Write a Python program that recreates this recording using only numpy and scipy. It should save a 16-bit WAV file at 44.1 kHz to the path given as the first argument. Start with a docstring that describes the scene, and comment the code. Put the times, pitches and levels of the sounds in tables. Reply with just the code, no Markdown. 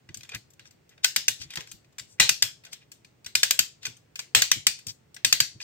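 """Winding up a tin toy car

A hand winds the clockwork of a small tin car that stands on a wooden table in a quiet room.
A pawl (a small catch) snaps over three or four ratchet teeth per turn; in between, fingers regrip
the key, rub the tin and make loose parts tick. Random tiny impacts ring the modes of the tin body.
Jolts ring low modes of the table; a wall echo and fading noise answer, over steady background noise.
Two close microphone ports round off the loudest peaks."""
import sys
import numpy as np
from scipy import signal
from scipy.io import wavfile

SR = 44100
rng = np.random.default_rng(int(sys.argv[2]) if len(sys.argv) > 2 else 0)


def file_out(sig):
    """Save sig as 16-bit WAV at sys.argv[1]."""
    # one column per channel
    cols = np.atleast_2d(sig).T
    # limit, then scale
    lim = np.clip(cols, -1, 1)
    pcm = np.round(lim * 32767).astype(np.int16)
    wavfile.write(sys.argv[1], SR, pcm)


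N = 248283


def from_db(db):
    """Turn decibels into a gain."""
    return 10 ** (np.asarray(db) / 20)


def at_hz(points, hz):
    """Read a table of (f/Hz, value) between its points, on a log-frequency axis."""
    points = np.array(points, float)
    return np.interp(np.log(hz), np.log(np.maximum(points[:, 0], 1)), points[:, 1])


def bands(low_hz, count, per_octave):
    """Cut noise into adjacent bands: gives each centre in Hz and a pair of unrelated noises."""
    edges = low_hz * 2 ** (np.arange(count + 1) / per_octave)
    white = rng.standard_normal((2, 2, N))   # neighbouring bands take turns with two noise pairs
    for k, (low, high) in enumerate(zip(edges, edges[1:])):
        sos = signal.butter(2, [low, high], "band", fs=SR, output="sos")
        yield np.sqrt(low * high), signal.sosfilt(sos, white[k % 2])


# colour of the steady background: [f/Hz, relative level/dB per Hz]
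BACKGROUND_COLOUR = [(18, -46), (30, -20), (125, 2), (212, -9), (378, -9), (1030, -20.5), (2220, -21),
                     (2470, -20.5), (2740, -25), (8090, -30.5), (10500, -70), (15200, -38.5),
                     (16500, -27.5)]
# how alike the background is in the two ports: [f/Hz, likeness from 0 to 1]
PORT_LIKENESS = [(100, 1), (500, 0.0082), (3000, 0.099)]
BACKGROUND_RMS_DB = -63.0   # before the microphone filters


def room_tone():
    """Steady noise mixed from a shared and an opposed part, so the ports agree mostly in the bass."""
    out = 0
    for hz, (mid, side) in bands(low_hz=28, count=28, per_octave=3):
        alike = at_hz(PORT_LIKENESS, hz)
        shared = np.sqrt(1 + alike) * mid
        opposed = np.sqrt(1 - alike) * side * [[1], [-1]]
        out = out + from_db(at_hz(BACKGROUND_COLOUR, hz)) * (shared + opposed)
    return from_db(BACKGROUND_RMS_DB) * out / np.sqrt(np.mean(out ** 2))


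# time for the room's answer to fade by 60 dB: [f/Hz, t60/s]
ROOM_FADE = [(700, 0.22), (1800, 0.22), (4800, 0.27), (9000, 0.24), (14000, 0.16)]
# colour of the room's answer: [f/Hz, relative level/dB per Hz]
ROOM_COLOUR = [(240, -50), (400, -18), (1250, -18.5), (1530, -7.5), (3480, -1), (7580, -6), (10500, -20.5),
               (12500, -12.5), (15000, -10.5), (15700, -16.5), (16500, -44.5)]
# left port against right port, used in part here and in full for the tin: [f/Hz, level/dB]
LEFT_OVER_RIGHT = [(300, 1), (1300, 8.5), (2400, -2.5), (4400, 3.5), (8100, 11), (14000, 2)]
BUILD_UP_S = 0.0065


def room(rows, spread_db):
    """Scattered reflections of every strike: noise energy builds in a few ms and dies in each band."""
    out = 0
    at = (rows[:, 0] * SR).astype(int)
    level_db, brightness, room_db = rows[:, 1:].T
    colour_db = spread_db * rng.standard_normal((len(rows), 48))   # each strike is coloured differently
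    for k, (hz, pair) in enumerate(bands(low_hz=400, count=48, per_octave=9)):
        strike_db = level_db + room_db + brightness * np.log2(hz / 4000)
        energy = np.full(N, 1e-18)
        energy[at] += from_db(strike_db + at_hz(ROOM_COLOUR, hz) + colour_db[:, k]) ** 2
        decay = from_db(-120 / (at_hz(ROOM_FADE, hz) * SR))   # energy, so twice the dB of amplitude
        build = np.exp(-1 / (BUILD_UP_S * SR))
        energy = signal.lfilter([1 - build], np.convolve([1, -decay], [1, -build]), energy)
        balance = from_db(0.4 * at_hz(LEFT_OVER_RIGHT, hz) * np.array([[1], [-1]]))
        out = out + np.sqrt(np.abs(energy)) * pair * balance
    return out


WALL_ECHO_S, WALL_ECHO_DB = 0.0081, -16.5


def wall(x):
    """One distinct echo from the wall just behind, with the ports swapped."""
    lag = int(WALL_ECHO_S * SR)
    return from_db(WALL_ECHO_DB) * np.pad(x[::-1], ((0, 0), (lag, 0)))[:, :N]


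# hands shifting the toy on the table top: [t/s, relative level/dB]
HAND_THUMPS = [(0.087, -39.5), (0.16, -43.5), (0.34, -35.5), (1.396, -39.5), (1.448, -45), (1.57, -34.5),
               (1.728, -45), (1.998, -47.5), (3.259, -48), (3.869, -38.5), (4.558, -36.5), (4.861, -35.5),
               (5.544, -40.5)]
# low modes of the table top: [f/Hz, relative level/dB, t60/s]
TABLE_MODES = [(60, -28, 0.17), (110.4, -1.5, 0.11), (142.6, 2.5, 0.054), (239, -7, 0.073),
               (329, -10, 0.08), (490, -25, 0.035)]
JOLT_DELAY_S, PUSH_MS = 0.0021, 18   # jolt after its snap; time constant of the fading push


def table():
    """Each thump or jolt is a short uneven push that rings the low modes of the table top."""
    push, out = np.zeros(N), np.zeros((2, N))
    t = np.arange(SR // 4) / SR
    jolts = [(s + JOLT_DELAY_S, jolt_db) for s, _, jolt_db in PAWL_SNAPS]
    for s, level_db in HAND_THUMPS + jolts:
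        at = int(s * SR)
        shape = (1 - np.exp(-t / 0.0028)) * np.exp(-t * 1000 / PUSH_MS) / np.sqrt(PUSH_MS)
        push[at:at + len(t)] += (from_db(level_db) * shape)[:N - at]
    for hz, mode_db, t60 in TABLE_MODES:
        r, w = from_db(-60 / (t60 * SR)), 2 * np.pi * hz / SR
        shared, own = rng.standard_normal((2, N))
        uneven = shared + 0.43 * own * [[1], [-1]]   # the ports sit over different spots of the board
        force = from_db(mode_db - 15.5) * push * uneven + 1e-18
        out += signal.lfilter([0, np.sin(w)], [1, -2 * r * np.cos(w), r * r], force)
    return out * from_db([[0.6], [-0.6]])


def impacts(per_s):
    """Random instants of impact, with a mean power of 1."""
    return (rng.random(N) < per_s / SR) * np.sqrt(SR / per_s)


# ringing modes of the tin body: [f/Hz, width/Hz, relative level/dB]
TIN_MODES = [(662, 33, -23.5), (1134, 1200, -33.5), (1518, 53, -10), (1657, 85, -4), (1987, 130, -0.5),
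             (2447, 120, 4), (2790, 160, -0.5), (3190, 150, 1.5), (3642, 320, 4.5), (4270, 400, -1.5),
             (4616, 120, 4), (4800, 87, -7), (5310, 440, 3.5), (5730, 400, 4.5), (6323, 150, 2),
             (6877, 160, -2.5), (7510, 360, 2.5), (8020, 300, -3), (8586, 140, -4), (8950, 340, -5.5),
             (12100, 500, -11.5), (4220, 18, -16), (7260, 23, -13), (8100, 25, -12.5), (12300, 170, -13.5),
             (12400, 270, -14.5), (12600, 230, -4.5), (14300, 700, -23), (14700, 1600, -8)]
LEFT_LEAD_S = 0.00009   # the left port hears the toy a little earlier


def tin(force, brightness, spread_db, left_db, turn=0):
    """Each impact lands elsewhere and rings every mode of the body anew."""
    out = np.zeros((2, N))
    for k, (hz, width, mode_db) in enumerate(TIN_MODES):
        gain = from_db(mode_db + spread_db[k] + brightness * np.log2(hz / 4000))
        r = np.exp(-np.pi * width / SR)
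        landing = force * gain * rng.standard_normal(N) + 1e-18
        ringing = signal.lfilter([np.sqrt(1 - r * r)], [1, -r * np.exp(2j * np.pi * hz / SR)], landing)
        # a mode radiates unevenly, so with turn its phase between the ports varies by event
        phase = np.pi * hz * LEFT_LEAD_S + turn * spread_db[k - 1]
        port = np.exp(1j * phase) * from_db((at_hz(LEFT_OVER_RIGHT, hz) + left_db) / 2)
        out += np.imag([ringing * port, ringing / port])
    # a small body radiates no bass
    return signal.sosfilt(signal.butter(2, 650, "high", fs=SR, output="sos"), out)


# fingers sliding on key and body: [centre t/s, swell length t/s, relative level/dB, loudest f/Hz]
FINGER_RUBS = [(0.313, 0.025, -53, 3000), (0.349, 0.015, -31.5, 1980), (0.67, 0.015, -54.5, 5360),
               (0.923, 0.019, -55, 1900), (1.039, 0.0052, -31.5, 4000), (1.42, 0.024, -39.5, 4700),
               (1.526, 0.025, -45, 3000), (1.607, 0.011, -47, 5500), (1.7, 0.023, -54.5, 5600),
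               (2.119, 0.032, -55.5, 7770), (2.188, 0.0055, -51, 2000), (2.733, 0.013, -42.5, 5000),
               (2.824, .015, -57, 2500), (3.846, .02, -45, 4020), (4.895, 0.017, -36, 4920),
               (5.62, 0.013, -38, 4600)]


def rubbing():
    """Skin drags on the tin: swells of fine, faint impacts that favour the modes near one pitch."""
    t, rows = np.arange(N) / SR, np.array(FINGER_RUBS)
    swells = [from_db(level_db) * np.exp(-((t - s) / length) ** 2) for s, length, level_db, _ in rows]
    force = from_db(-6.5) * np.sum(swells, axis=0) * impacts(per_s=3800)
    loudest_hz = rows[np.argmax(swells, axis=0), 3]
    colour_db = [-14 * np.abs(np.log2(hz / loudest_hz)) for hz, _, _ in TIN_MODES]   # 14 dB per octave
    return tin(force, 0, colour_db, left_db=1.0)


RATTLE_DB, RATTLE_T60_S = -19.5, 0.11   # rattle level against the chatter, and its fade by 60 dB


def contacts(rows, per_s, rise_s, chatter_s):
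    """Each event is a chatter of tiny impacts, then a dying rattle; also says which event is playing."""
    t = np.arange(N) / SR
    owner = np.maximum(np.searchsorted(rows[:, 0], t) - 1, 0)
    age = np.maximum(t - rows[owner, 0], 0)
    chatter = np.exp(-(age / chatter_s) ** 2)
    rattle = from_db(RATTLE_DB - 60 * age / RATTLE_T60_S)
    envelope = (1 - np.exp(-age / rise_s)) * (chatter + rattle)
    return from_db(rows[owner, 1]) * envelope * impacts(per_s), owner


def strikes(rows, level_db, spread_db, left_db, per_s, rise_s, chatter_s):
    """A list of contacts rings the tin body, each with a slightly different colour."""
    force, owner = contacts(rows, per_s, rise_s, chatter_s)
    colour_db = spread_db * rng.standard_normal((len(rows), len(TIN_MODES)))
    return tin(from_db(level_db) * force, rows[owner, 2], colour_db[owner].T, left_db, turn=0.21)


# key, wheels and loose tin under the fingers: [t/s, relative level/dB, brightness/dB per octave]
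LOOSE_TICKS = [(0.0888, -45.5, -7.5), (0.1429, -35, 0.5), (0.171, -42, 5.5), (0.2059, -44, -1),
               (0.232, -40.5, -1.5), (0.2468, -45, -6), (0.2908, -37.5, -3), (0.3177, -41, -9.5),
               (0.3467, -30, 1.5), (0.503, -59, 9), (0.534, -59.5, 6), (0.594, -41.5, -4.5),
               (0.6533, -50.5, -7.5), (0.708, -50, 1), (0.8915, -54.5, 4), (0.9767, -52.5, -10.5),
               (1.415, -34.5, -1.5), (1.504, -37.5, -0.5), (1.5358, -37, -2.5), (1.5553, -27.5, 1.5),
               (1.5707, -26.5, -7), (1.6046, -33, -2.5), (1.671, -43, -1.5), (1.714, -34.5, 3.5),
               (1.845, -59, -1), (1.925, -59.5, -1), (1.9827, -31, -0.5), (1.9945, -32, 0.5),
               (2.637, -47, -2.5), (2.6487, -40, -0.5), (2.6642, -43.5, -7.5), (2.7284, -32.5, -1),
               (2.9162, -40.5, 3.5), (3.0462, -46.5, -0.5), (3.2445, -45, 0), (3.261, -29.5, -1.5),
               (3.8293, -39, -2), (3.8521, -23, -2), (3.865, -28.5, -1.5), (3.9669, -50, 3),
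               (4.1561, -31, 1), (4.1908, -26.5, -1.5), (4.1991, -33, -0.5), (4.788, -40.5, 0),
               (4.867, -33, 7), (5.1436, -46, 7), (5.1639, -38, -5), (5.6015, -41, -4.5),
               (5.6125, -39.5, -5)]
TICK_ROOM_DB = -7.5


def tick_rows():
    """Ticks as rows of (t/s, relative level/dB, brightness/dB per octave, room against it/dB)."""
    return np.column_stack([LOOSE_TICKS, np.full(len(LOOSE_TICKS), TICK_ROOM_DB)])


def ticks(rows):
    """Loose parts touch: short chatters of impacts ring the tin."""
    return strikes(rows, level_db=-12.5, spread_db=3.0, left_db=0.0,
                   per_s=4700, rise_s=0.0005, chatter_s=0.0066)


# pawl over a tooth: [t/s, relative level/dB, relative level of the jolt into the table/dB]
PAWL_SNAPS = [(1.044, -6, -48), (1.161, -8, -42), (1.281, -9, -42), (2.1985, -3.5, -26.5),
              (2.2918, -6, -39.5), (2.4231, -6.5, -38.5), (3.352, -7, -42.5), (3.4313, -5.5, -48.5),
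              (3.5076, -8, -48.5), (3.5907, -7, -36.5), (4.348, -4.5, -25.5), (4.4188, -6, -45.5),
              (4.5145, -6, -46), (4.6675, -6, -39), (5.2467, -5.5, -36.5), (5.3253, -4.5, -37),
              (5.402, -6.5, -36.5)]
PAWL_BRIGHTNESS_DB_PER_OCTAVE, PAWL_ROOM_DB = 0.8, -11.5   # for snaps with a weak jolt
# each dB of jolt above the knee adds this many dB of room, and dulls by this many dB per octave
SHAKE_KNEE_DB, SHAKE_ROOM_PER_DB, SHAKE_DULL_PER_DB = -36, 0.86, 0.1879


def pawl_rows():
    """Snaps as rows like the ticks; a strong jolt shakes the whole toy: duller, with far more room."""
    s, level_db, jolt_db = np.transpose(PAWL_SNAPS)
    shake = np.maximum(jolt_db - SHAKE_KNEE_DB, 0)
    brightness = PAWL_BRIGHTNESS_DB_PER_OCTAVE - SHAKE_DULL_PER_DB * shake
    return np.transpose([s, level_db, brightness, PAWL_ROOM_DB + SHAKE_ROOM_PER_DB * shake])


def pawl(rows):
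    """The pawl snaps over ratchet teeth: dense, fast chatters of impacts ring the tin."""
    return strikes(rows, level_db=-12.0, spread_db=2.5, left_db=-1,
                   per_s=9000, rise_s=0.0004, chatter_s=0.0044)


def scene():
    """Toy and table with their room, over the background."""
    snaps, touches = pawl_rows(), tick_rows()
    toy = pawl(snaps) + ticks(touches) + rubbing()
    answer = room(np.vstack([snaps, touches]), spread_db=3.0)
    return toy + wall(toy) + table() + answer + room_tone()


PORT_DIP_HZ, PORT_DIP_WIDTH_HZ, PORT_DIP_SHARE = 10690, 1200, 0.62   # share: part of the peak removed
LIMIT, CUTOFF_HZ = 0.85, 17000   # limit: as a part of full scale


def record(dry):
    """The ports drop deep bass and dip in the treble, loud peaks are rounded off, the top is cut."""
    ports = signal.sosfilt(signal.butter(3, 46, "high", fs=SR, output="sos"), dry)
    peak = signal.iirpeak(PORT_DIP_HZ, PORT_DIP_HZ / PORT_DIP_WIDTH_HZ, fs=SR)
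    dipped = ports - PORT_DIP_SHARE * signal.lfilter(*peak, ports)
    rounded = LIMIT * np.tanh(dipped / LIMIT)
    return signal.sosfilt(signal.cheby2(12, 70, CUTOFF_HZ, fs=SR, output="sos"), rounded)


dry = scene()
out = record(dry)
file_out(out)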